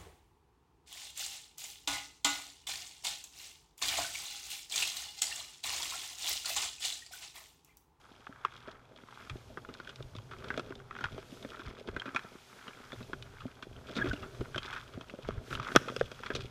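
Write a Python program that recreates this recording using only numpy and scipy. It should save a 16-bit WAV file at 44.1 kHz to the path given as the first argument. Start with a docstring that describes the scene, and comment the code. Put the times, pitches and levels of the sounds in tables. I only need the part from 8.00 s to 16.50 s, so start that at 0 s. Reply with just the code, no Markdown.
"""A walk on a hard path through a long brick tunnel, with a small plastic casing held in the hand.
From the start, knocks, ticks and rubs excite short, dry casing modes, while a low boom of footfalls,
thin cloth hiss and a quiet floor of shaped noise lie beneath. A faint hum of narrow noise first swells
after 2 s; two stick-slip squeaks come just after 6 s, a last hum at 8.35 s. The hardest knock falls
near 7.76 s. Each knock leaves a faint tail of decaying noise from the walls."""
import sys
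import numpy as np
from scipy import signal
from scipy.fft import rfft, irfft, next_fast_len
from scipy.io import wavfile
from scipy.ndimage import uniform_filter1d

SR = 44100
rng = np.random.default_rng(int(sys.argv[2]) if len(sys.argv) > 2 else 0)


def to_wav(sig):
    """Store sig (one row per channel, or 1-D mono) as 16-bit WAV at the path in sys.argv[1].

    Samples outside -1..1 are clipped; the rate is SR.
    """
    pcm = np.clip(np.atleast_2d(sig), -1, 1) * 32767
    pcm = np.round(pcm).astype(np.int16)
    wavfile.write(sys.argv[1], SR, pcm.T)  # frames by channels


N = 374850

# Knocks and creaks: t/s, dull level/dB, hollow level/dB, sharp level/dB, favoured f/Hz, nominal contact/ms
KNOCKS = [(0.449, -41.5, -18, -35.5, 1180, 4.6), (0.675, -39, -60, -53, 634, 6.8),
          (1.297, -49, -38.5, -36.5, 2440, 5.5), (1.573, -38.5, -32, -52, 1350, 5.8),
          (1.6868, -38, -44.5, -52, 300, 14), (1.8, -43.5, -37, -48, 1480, 4.1),
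          (1.874, -71, -38.5, -45, 1590, 3.8), (1.892, -67, -43.5, -42.5, 1520, 9),
          (2.0047, -37, -48, -61, 364, 4), (2.151, -40, -46, -46, 1190, 4.9),
          (2.185, -64, -43.5, -45, 1170, 3.6), (2.311, -72.5, -41.5, -50, 1350, 18),
          (2.443, -42, -43, -43, 3530, 4.4), (2.5033, -35.5, -26.5, -46, 1570, 5),
          (2.576, -26.5, -34.5, -34.5, 327, 4.6), (2.5953, -30.5, -32.5, -36.5, 1380, 3.6),
          (2.705, -35.5, -47, -55, 322, 8.4), (3.0078, -45, -34.5, -49, 1480, 8.8),
          (3.0406, -44, -25.5, -33.5, 1430, 5.2), (3.18, -34.5, -42.5, -50.5, 313, 4.1),
          (3.448, -32.5, -43, -48, 276, 5.1), (3.5936, -41, -40.5, -51, 1490, 9.5),
          (3.8741, -37, -61, -42.5, 3400, 5.8), (3.886, -30.5, -37.5, -46, 400, 4.7),
          (3.964, -32.5, -28, -43, 1560, 5.6), (4.056, -37.5, -38.5, -46, 312, 15),
          (4.08, -38, -35, -60, 1450, 4.9), (4.1471, -35, -34, -39, 1310, 4.7),
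          (4.1613, -63, -25, -26.5, 2430, 6.1), (4.6803, -45, -41, -38.5, 3080, 5.3),
          (4.9297, -37.5, -44, -43.5, 3420, 7.1), (5.006, -38, -47.5, -62, 239, 8.3),
          (5.132, -33, -29, -41.5, 1420, 4.3), (5.404, -70, -42.5, -47.5, 1250, 10.4),
          (5.625, -45, -38, -41, 1530, 8.1), (5.953, -40, -46, -41, 3520, 15),
          (5.9654, -29, -39, -36, 3700, 15), (5.9824, -29.5, -33.5, -59, 1500, 27),
          (6.042, -25.5, -55, -43, 362, 7.6), (6.0556, -28.5, -36.5, -47, 326, 32),
          (6.1317, -28.5, -40, -40, 294, 6.3), (6.226, -96, -38.5, -47.5, 1330, 16),
          (6.4091, -28.5, -40.5, -47, 374, 5.3), (6.5598, -32.5, -33, -36.5, 1530, 3.6),
          (6.5793, -34.5, -32.5, -28.5, 3210, 5.7), (6.729, -68, -38.5, -47.5, 1370, 37),
          (6.762, -79, -32.5, -45, 1530, 17), (7.0102, -44, -41.5, -42.5, 1110, 5.4),
          (7.0977, -68, -43, -41, 2680, 2.6), (7.288, -23, -35.5, -43, 228, 2),
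          (7.5069, -39.5, -37.5, -51, 1410, 21), (7.528, -39.5, -29, -38.5, 1340, 4),
          (7.63, -57, -36, -45, 1310, 1.7), (7.6479, -51, -37.5, -42.5, 1350, 3.8),
          (7.718, -34, -34.5, -41, 1500, 4.9), (7.751, -21.5, -24, -34.5, 1470, 5.5),
          (7.7613, -8, -11, -12, 5250, 0.27), (7.7639, -50, -9.5, -20, 1460, 3.5),
          (7.8832, -46, -32, -38, 1230, 5.8), (7.9, -32, -35.5, -41, 476, 2.3),
          (7.9638, -29, -33, -30, 4900, 3), (8.0112, -16.5, -24, -38, 520, 2.7),
          (8.1159, -39, -39.5, -41.5, 1340, 4.7), (8.261, -70, -37, -38.5, 1920, 8.4),
          (8.3027, -28, -29, -44, 1580, 8.7), (8.35, -31, -38, -32, 3740, 10.3),
          (8.407, -49, -43, -38.5, 3570, 5.5)]
# Light ticks of a finger or a speck of grit: t/s, level/dB at a mode of the pitch, f/Hz
TICKS = [(.115,-43.5,333),(0.218,-54,1300),(0.2685,-36,1340),(0.293,-41,285),(.326,-43,1380),
         (0.36,-45,1340),(0.7151,-45.5,3520),(0.962,-46,3420),(0.987,-45,1010),(1.036,-43.5,383),(1.086,-44,1100),(1.125,-41.5,1250),(1.174,-41,1060),
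         (1.356,-33.5,360),(1.502,-44.5,620),(1.649,-40,1340),(1.74,-38.5,3830),(1.75,-44.5,1500),(1.959,-39,3900),(2.026,-41.5,3730),
         (2.165,-39,4230),(2.335,-37.5,1320),(2.4849,-42,3300),(2.541,-35,1550),(2.723,-37.5,1290),(2.754,-42.5,3450),
         (2.801,-44,1360),(2.9097,-34.5,1340),(2.927,-44,1430),(2.952,-36,1520),(2.965,-35.5,1450),
         (2.988,-37,1480),(3.056,-31.5,1600),(3.324,-33,330),(3.427,-41,3730),(3.519,-41.5,1360),(3.549,-39.5,1340),
         (3.618,-40,1290),(3.653,-45,1400),(3.704,-47.5,2020),(3.736,-45,402),
         (3.811,-39,490),(3.998,-33,3240),(4.019,-31,1550),(4.091,-38,1510),(4.193,-33,1730),(4.246,-41.5,418),(4.353,-39,377),(4.612,-46,1400),(4.703,-57,1290),(4.733,-48,2500),
         (4.92,-37,1970),(5.0284,-42.5,3860),(5.096,-40.5,400),(5.225,-35.5,3900),
         (5.4189,-41,1250),(5.454,-30,285),(5.6684,-36.5,367),(5.764,-46.5,3120),(6.163,-44,2820),(6.5454,-32.5,1570),
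         (6.631,-36,3270),(6.65,-34,1000),(6.6606,-37.5,3520),(6.975,-30.5,366),(7.138,-35.5,516),(7.188,-35,458),
         (7.248,-43,1310),(7.307,-32,1190),(7.552,-28,3070),(7.5982,-28.5,1340),(7.815,-36.5,506),(7.877,-32.5,494),
         (7.921,-34,504),(7.996,-39,5140),(8.004,-41,3600),(8.03,-44,3500),(8.191,-42,1440),(8.202,-41,475),(8.2346,-32.5,1460),
         (8.363,-33,5030),(8.446,-38,465)]
# Rubbery squeaks: t/s, length/s, f/Hz, level/dB
SQUEAKS = [(6.014, 0.014, 1647, -27), (6.111, 0.0086, 1506, -29.5)]
# Casing modes in three groups, before detuning and damping: f/Hz, decay time for 60 dB/s, relative level/dB
DULL_MODES = [(264.7, 0.059, -4), (402, 0.032, 1.5), (500, 0.017, 3.5), (616, 0.032, -2)]
HOLLOW_MODES = [(1080, 0.0092, -5), (1410, 0.0057, 13.5), (1344, 0.012, 11), (1473, 0.028, -6),
                (1590, 0.014, 1.5), (2077, 0.0071, 10)]
SHARP_MODES = [(2525, 0.016, 10), (2880, 0.016, 5.5), (3307, 0.01, 15), (3536, 0.0013, 22.5),
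               (4830, 0.0025, 11), (10050, 0.0057, 1), (12200, 0.0051, 3.6)]
# Excited band of the dull, hollow and sharp groups: lower f/Hz, upper f/Hz
BANDS = [(90, 800), (700, 2600), (1900, 14000)]
# Pitch favoured among the dull modes by the grip: t/s, f/Hz
GRIP_PITCH = [(0, 371), (7.77, 346), (7.81, 516)]
# Rubs of hand and cloth, one with each stride, before flutter: t/s of the height, hollow level/dB, sharp level/dB
RUBS = [(0.49, -53, -62), (1.22, -57, -62), (1.82, -59, -62.5), (2.5, -54, -59.5), (3.03, -53.5, -56.5),
        (3.6, -55.5, -58), (4.1, -51, -58), (4.7, -51.5, -62), (5.41, -58, -61.5), (6.03, -50.5, -56.5),
        (6.68, -49.5, -53.5), (7.259, -55, -57.5), (7.62, -50, -54), (8.3, -53.5, -54)]
# Dull part of the rubbing, before flutter: t/s, level/dB
DULL_RUB = [(0.0, -69), (1.63, -58.5), (2.22, -61.5), (2.57, -48), (2.68, -56.5), (3.76, -57.5),
            (4.02, -53.5), (4.4, -64), (5.18, -60), (5.47, -63), (5.89, -55.5), (6.13, -52.5),
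            (6.96, -58.5), (7.9, -51.5), (8.14, -59.5), (8.5, -50)]
# Friction in each mode group: damping time constant/s, size of slips over the rub (ratio)
FRICTION = [(.03, 1.4), (.005, 2.6), (.003, 3.2)]
# Footfall thuds: start t/s, time before the fall/s, level/dB of a complete rise
THUDS = [(1.302, 0.042, -40), (1.974, 0.083, -48), (2.13, 0.062, -48), (3.03, 0.03, -41.5),
         (3.103, 0.042, -47), (3.635, 0.058, -43), (3.878, 0.023, -41), (3.922, 0.049, -44.5),
         (4.952, 0.059, -51), (5.406, 0.056, -49.5), (5.675, 0.13, -53), (5.99, 0.085, -45.5),
         (6.057, 0.057, -37), (6.197, 0.028, -50), (6.391, 0.017, -33), (6.544, 0.021, -41),
         (6.939, 0.03, -47), (7.227, 0.12, -46.5), (7.355, 0.029, -37), (7.494, 0.12, -43.5),
         (7.74, 0.029, -28.5), (7.973, 0.082, -46.5), (8.314, 0.14, -47.5)]
# Low rumble between the thuds: t/s, level/dB
RUMBLE = [(0.0, -69.5), (0.64, -62), (1.02, -68.5), (1.51, -55.5), (1.77, -63), (2.39, -53), (4.61, -69.5),
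          (5.25, -51), (5.47, -62), (5.68, -64), (5.94, -55.5), (6.49, -52.5), (7.19, -62.5), (7.46, -59),
          (8.31, -56.5), (8.5, -56)]
# Relative spectra of the deep rumble and the tunnel mode: f/Hz, level/dB per Hz
DEEP_COLOUR = [(9, -43), (16, -9), (50, -4.5), (90, -4.5), (200, -37)]
TUNNEL_MODE_COLOUR = [(60, -46), (90, -14.5), (124, 2.5), (150, -11), (200, -23), (320, -24.5)]
# Swells of narrow hum: start t/s, length/s, level/dB, rise of f/Hz
HUMS = [(2.242, 0.84, -63.5, 9.6), (4.953, 0.42, -62.5, 6.5), (6.164, 0.153, -53, 4.6),
        (8.35, 0.083, -53, 7.1)]
# Treble hiss of the cloth, before flutter: t/s, level/dB
HISS = [(0.0, -71), (.6, -71.5), (.88, -78.5), (1.2, -66.5), (1.77, -70), (2.51, -65), (2.89, -74),
        (3.35, -59.5), (3.76, -72.5), (4.5, -62.5), (5.85, -67.5), (6.06, -61), (7.4, -68.5), (7.54, -53),
        (7.6, -73), (7.76, -53.5), (7.85, -63), (7.96, -60), (8.04, -65), (8.5, -66.5)]
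# Relative spectra of the hiss and the floor: f/Hz, level/dB per Hz
HISS_COLOUR = [(1500, 3), (3200, 5), (6500, 0.5), (8500, -5.5), (10000, -6), (11000, -9), (12000, -5),
               (13500, -18), (15300, -11)]
FLOOR_COLOUR = [(18, -34), (30, -20), (386, 1.5), (828, 16.5), (1400, 6), (3380, -50)]

GROUPS = (DULL_MODES, HOLLOW_MODES, SHARP_MODES)
RESPONSE_SAMPLES = 2600
PRESS_DB_S = 102  # added decay rate of the dull modes, in dB/s per dB of force
TICK_MS, TICK_SLOPE_DB = 3.3, 16.5  # nominal contact; loss per octave away from the pitch
RUB_RISE_DB_S, RUB_FALL_DB_S = 48.5, 39.5
HOLLOW_REST_DB, SHARP_REST_DB = -68, -72  # rub levels while the grip rests
THUD_RISE_S, THUD_FALL_S = 0.033, 0.011
HUM_HZ, HUM_WIDTH_HZ = 388, 6.7  # starting pitch, bandwidth
TUNNEL_DB, FLOOR_DB = -22.0, -67.5
EDGE_HZ = 15500


def knocks():
    """Modal excitation: a first blow and a spatter of slips drive modes weighted by the spot struck."""
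    out, t = np.zeros(N), np.arange(RESPONSE_SAMPLES) / SR
    for s, dull_db, hollow_db, sharp_db, hz, ms in KNOCKS + ticks():
        uneven = gain_of(1.32 * rng.standard_normal((4, RESPONSE_SAMPLES)))
        shared, *own = rng.standard_normal((4, RESPONSE_SAMPLES)) * uneven
        spot = rng.standard_normal((3, 2, 8))
        contact = 0.00097 * max(ms, .3)
        onset = 1 - np.exp(-t / (0.018 * contact))
        shape = onset * np.exp(-(t / (0.92 * contact)) ** 0.85)
        levels = (dull_db, hollow_db, sharp_db)
        for modes, band, db, (weight, shift), slips in zip(GROUPS, BANDS, levels, spot, own):
            is_dull = modes is DULL_MODES
            drive = 0.27 * (shared + 0.58 * slips) * shape
            drive[0] = 4.65 * np.exp(-ms / 4.6)  # brief contacts are mostly one blow
            pitch = hz
            if is_dull and hz >= band[1]:
                pitch = np.interp(s, *np.transpose(GRIP_PITCH))
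            mode_hz = np.transpose(modes)[0]
            away = (np.log(mode_hz / pitch) / 0.13) ** 2
            near_db = np.maximum(-8. * away, -13.)  # favours modes near the pitch
            soft_db = -.55 * ms * mode_hz / 1000  # long contacts are softer and lose the top modes
            scatter_db = 2.5 * weight[:len(modes)]
            detune = 1 + .025 * shift[:len(modes)]
            detune = detune * (pitch / mode_hz) ** np.exp(-.4 * away)  # nearby modes lean towards the pitch
            # hard blows press the casing into the palm
            pressed = gain_of(-PRESS_DB_S * max(db + 28.5, 0) * t * is_dull)
            body = pressed * ring(modes, band, near_db + soft_db + scatter_db, detune)
            sound = signal.fftconvolve(drive, body)[:RESPONSE_SAMPLES]
            top = np.sqrt(2 * uniform_filter1d(sound ** 2, size=110).max())  # amplitude of an equal sine
            add(out, s, gain_of(db) * sound / top)
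    return out


def ticks():
    """Selective resonance: a light knock excites each group less the further its nearest mode lies."""
    rows = []
    for s, db, hz in TICKS:
        octaves = [abs(np.log2(np.transpose(modes)[0] / hz)).min() for modes in GROUPS]
        rows.append((s, *[db - TICK_SLOPE_DB * away for away in octaves], hz, TICK_MS))
    return rows


def ring(modes, band_hz, extra_db=0, detune=1):
    """Modal superposition: damped sines answer a rounded tap that excites little outside its band."""
    hz, t60, db = np.transpose(modes)[:, :, None]
    t = np.arange(RESPONSE_SAMPLES) / SR
    decay = gain_of(db + np.reshape(extra_db, (-1, 1)) - 60 * t / t60)
    onset = 1 - np.exp(-t / .00008)
    tones = np.sin(2 * np.pi * hz * np.reshape(detune, (-1, 1)) * t)
    body = (decay * onset * tones).sum(0)
    band = signal.butter(2, band_hz, "band", fs=SR)
    return signal.lfilter(*band, signal.lfilter(*band, body))


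def squeaks():
    """Regular stick-slip: a tone with its second harmonic swells, then drops to a short tail."""
    out = np.zeros(N)
    for s, length, hz, db in SQUEAKS:
        t = np.arange(0, 3.6 * length, 1 / SR)
        tail = 0.24 * np.exp(-(t - length) / 0.0069)
        shape = np.minimum(t / (0.17 * length), 1) * np.where(t < length, 1, tail)
        shape = uniform_filter1d(shape, size=60)
        turn = 2 * np.pi * hz * t
        add(out, s, gain_of(db) * shape * (np.sin(turn) + .08 * np.sin(2 * turn)))
    return out


def rubbing():
    """Dry friction: clumped noise with short gritty slips is filtered by the damped casing modes."""
    clumps_db = 2.4 * flutter(35.)
    slip_chance = 65. / SR * np.exp(.6 * flutter(7.))  # per sample; slips come in bunches
    grit = np.exp(-np.arange(400) / SR / 0.0014)
    t = np.arange(RESPONSE_SAMPLES) / SR
    out = 0
    for modes, band, db, (damping_s, bite) in zip(GROUPS, BANDS, rub_levels(), FRICTION):
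        size = gain_of(4.5 * np.minimum(rng.exponential(1, N), 1.5))
        slips = signal.oaconvolve((rng.random(N) < slip_chance) * size, grit)[:N]
        drive = rng.standard_normal(N) * (1 + bite * slips)
        soft_db = -np.transpose(modes)[0] / 1200.0  # soft skin dulls the top
        body = ring(modes, band, soft_db) * np.exp(-t / damping_s)  # the grip damps the casing
        sound = evened(signal.oaconvolve(drive, body)[:N])
        out = out + gain_of(db + clumps_db + 2.14 * flutter(22.)) * sound
    return out


def rub_levels():
    """Exponential growth and decay: each stride lifts hollow and sharp friction above rest."""
    s, *tops_db = np.transpose(RUBS)[:, :, None]
    since = np.arange(0, N, 64) / SR - s  # one level per 64 samples
    drop_db = np.where(since < 0, -RUB_RISE_DB_S * since, RUB_FALL_DB_S * since)
    levels = curve(DULL_RUB)
    for top_db, rest_db in zip(tops_db, (HOLLOW_REST_DB, SHARP_REST_DB)):
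        part = np.maximum((top_db - drop_db).max(0), rest_db)
        levels.append(np.repeat(part, 64)[:N])
    return levels


def tunnel(x):
    """Reverberation: convolution with half a second of noise whose bass and treble decay at own rates."""
    t = np.arange(SR // 2) / SR
    noise = rng.standard_normal(len(t)) * (t > .008)
    low = signal.lfilter([.2], [1, -.8], noise)
    tail = low * gain_of(-60 * t / 0.68) + 2.1 * (noise - low) * gain_of(-60 * t / 1.5)
    return signal.fftconvolve(x, tail / np.linalg.norm(tail))[:N]


def boom():
    """Low-frequency resonance: footfalls and sway sound as deep rumble and a tunnel mode, wavering apart."""
    deep_waver, mode_waver = gain_of([2 * flutter(18), 2 * flutter(18)])
    deep = gain_of(-2.0) * deep_waver * coloured(DEEP_COLOUR)
    both = deep + mode_waver * coloured(TUNNEL_MODE_COLOUR)
    steady = both / uniform_filter1d(both ** 2, size=2600) ** .35  # long swells are held down
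    return boom_level() * evened(steady)


def boom_level():
    """Transient envelope: thuds rise linearly, hold if long enough, and decay exponentially over rumble."""
    level = gain_of(curve(RUMBLE)[0])
    for s, length, db in THUDS:
        t = np.arange(0, length + 8 * THUD_FALL_S, 1 / SR)
        fall = np.exp(-np.maximum(t - length, 0) / THUD_FALL_S)
        add(level, s, gain_of(db) * np.minimum(t / THUD_RISE_S, 1) * fall)
    return level


def hum():
    """Narrow-band modulation: slow complex noise rides on a tone that swells, glides up and fades."""
    out = np.zeros(N)
    for s, length, db, rise_hz in HUMS:
        u = np.arange(0, length, 1 / SR) / length
        a, b = rng.standard_normal((2, SR))[:, :len(u)]
        fuzz = signal.lfilter([1], [1, -np.exp(-np.pi * HUM_WIDTH_HZ / SR)], a + 1j * b)
        carrier = np.exp(2j * np.pi * np.cumsum(HUM_HZ + rise_hz * u) / SR)
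        tone = (fuzz * carrier).real
        add(out, s, gain_of(db) * np.sqrt(abs(np.sin(np.pi * u))) * evened(tone))
    return out


def hiss():
    """Broadband friction noise: thin treble swishes with the cloth and flutters slowly."""
    return gain_of(curve(HISS)[0] + 1.2 * flutter(5.)) * coloured(HISS_COLOUR)


def floor():
    """Stationary noise: a steady, quiet background of fixed spectrum."""
    return gain_of(FLOOR_DB) * coloured(FLOOR_COLOUR)


def gain_of(db):
    """Level definition: decibels become an amplitude ratio."""
    return 10 ** (np.asarray(db) / 20)


def evened(x):
    """Power normalization: the signal is scaled to rms 1."""
    return x / np.sqrt(np.mean(x ** 2) + 1e-20)


def curve(rows):
    """Linear interpolation: table columns after t/s are read at every sample."""
    s, *columns = np.transpose(rows)
    return [np.interp(np.arange(N) / SR, s, c) for c in columns]


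def coloured(points):
    """Spectral shaping: white noise takes the given spectrum and rms 1."""
    f, db = np.transpose(points)
    size = next_fast_len(N)
    log_hz = np.log(np.fft.rfftfreq(size, 1 / SR) + 1)
    shape = np.interp(log_hz, np.log(f), db, left=-90, right=-90)
    return evened(irfft(rfft(rng.standard_normal(N), size) * gain_of(shape), size)[:N])


def flutter(per_s):
    """Slow random modulation: lines join normal random values drawn at the given rate."""
    knots = rng.standard_normal(400)
    return np.interp(np.arange(N) / SR * per_s, np.arange(len(knots)), knots)


def add(mix, s, sound):
    """Linear superposition: a sound is added in place from time s."""
    part = mix[round(s * SR):][:len(sound)]
    part += sound[:len(part)]


def scene():
    """Superposition of casing sounds, their wall tail, rubbing, boom, hum, hiss and floor."""
    hits = knocks() + squeaks()
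    mix = hits + gain_of(TUNNEL_DB) * tunnel(hits) + rubbing() + boom() + hum() + hiss() + floor()
    return mix[None]


def record(dry):
    """Band limitation: a linear-phase low-pass filter ends the spectrum near EDGE_HZ."""
    low_pass = signal.firwin(511, EDGE_HZ, window=("kaiser", 9), fs=SR)
    return signal.oaconvolve(dry, low_pass[None], "same")


dry = scene()
out = record(dry)
to_wav(out)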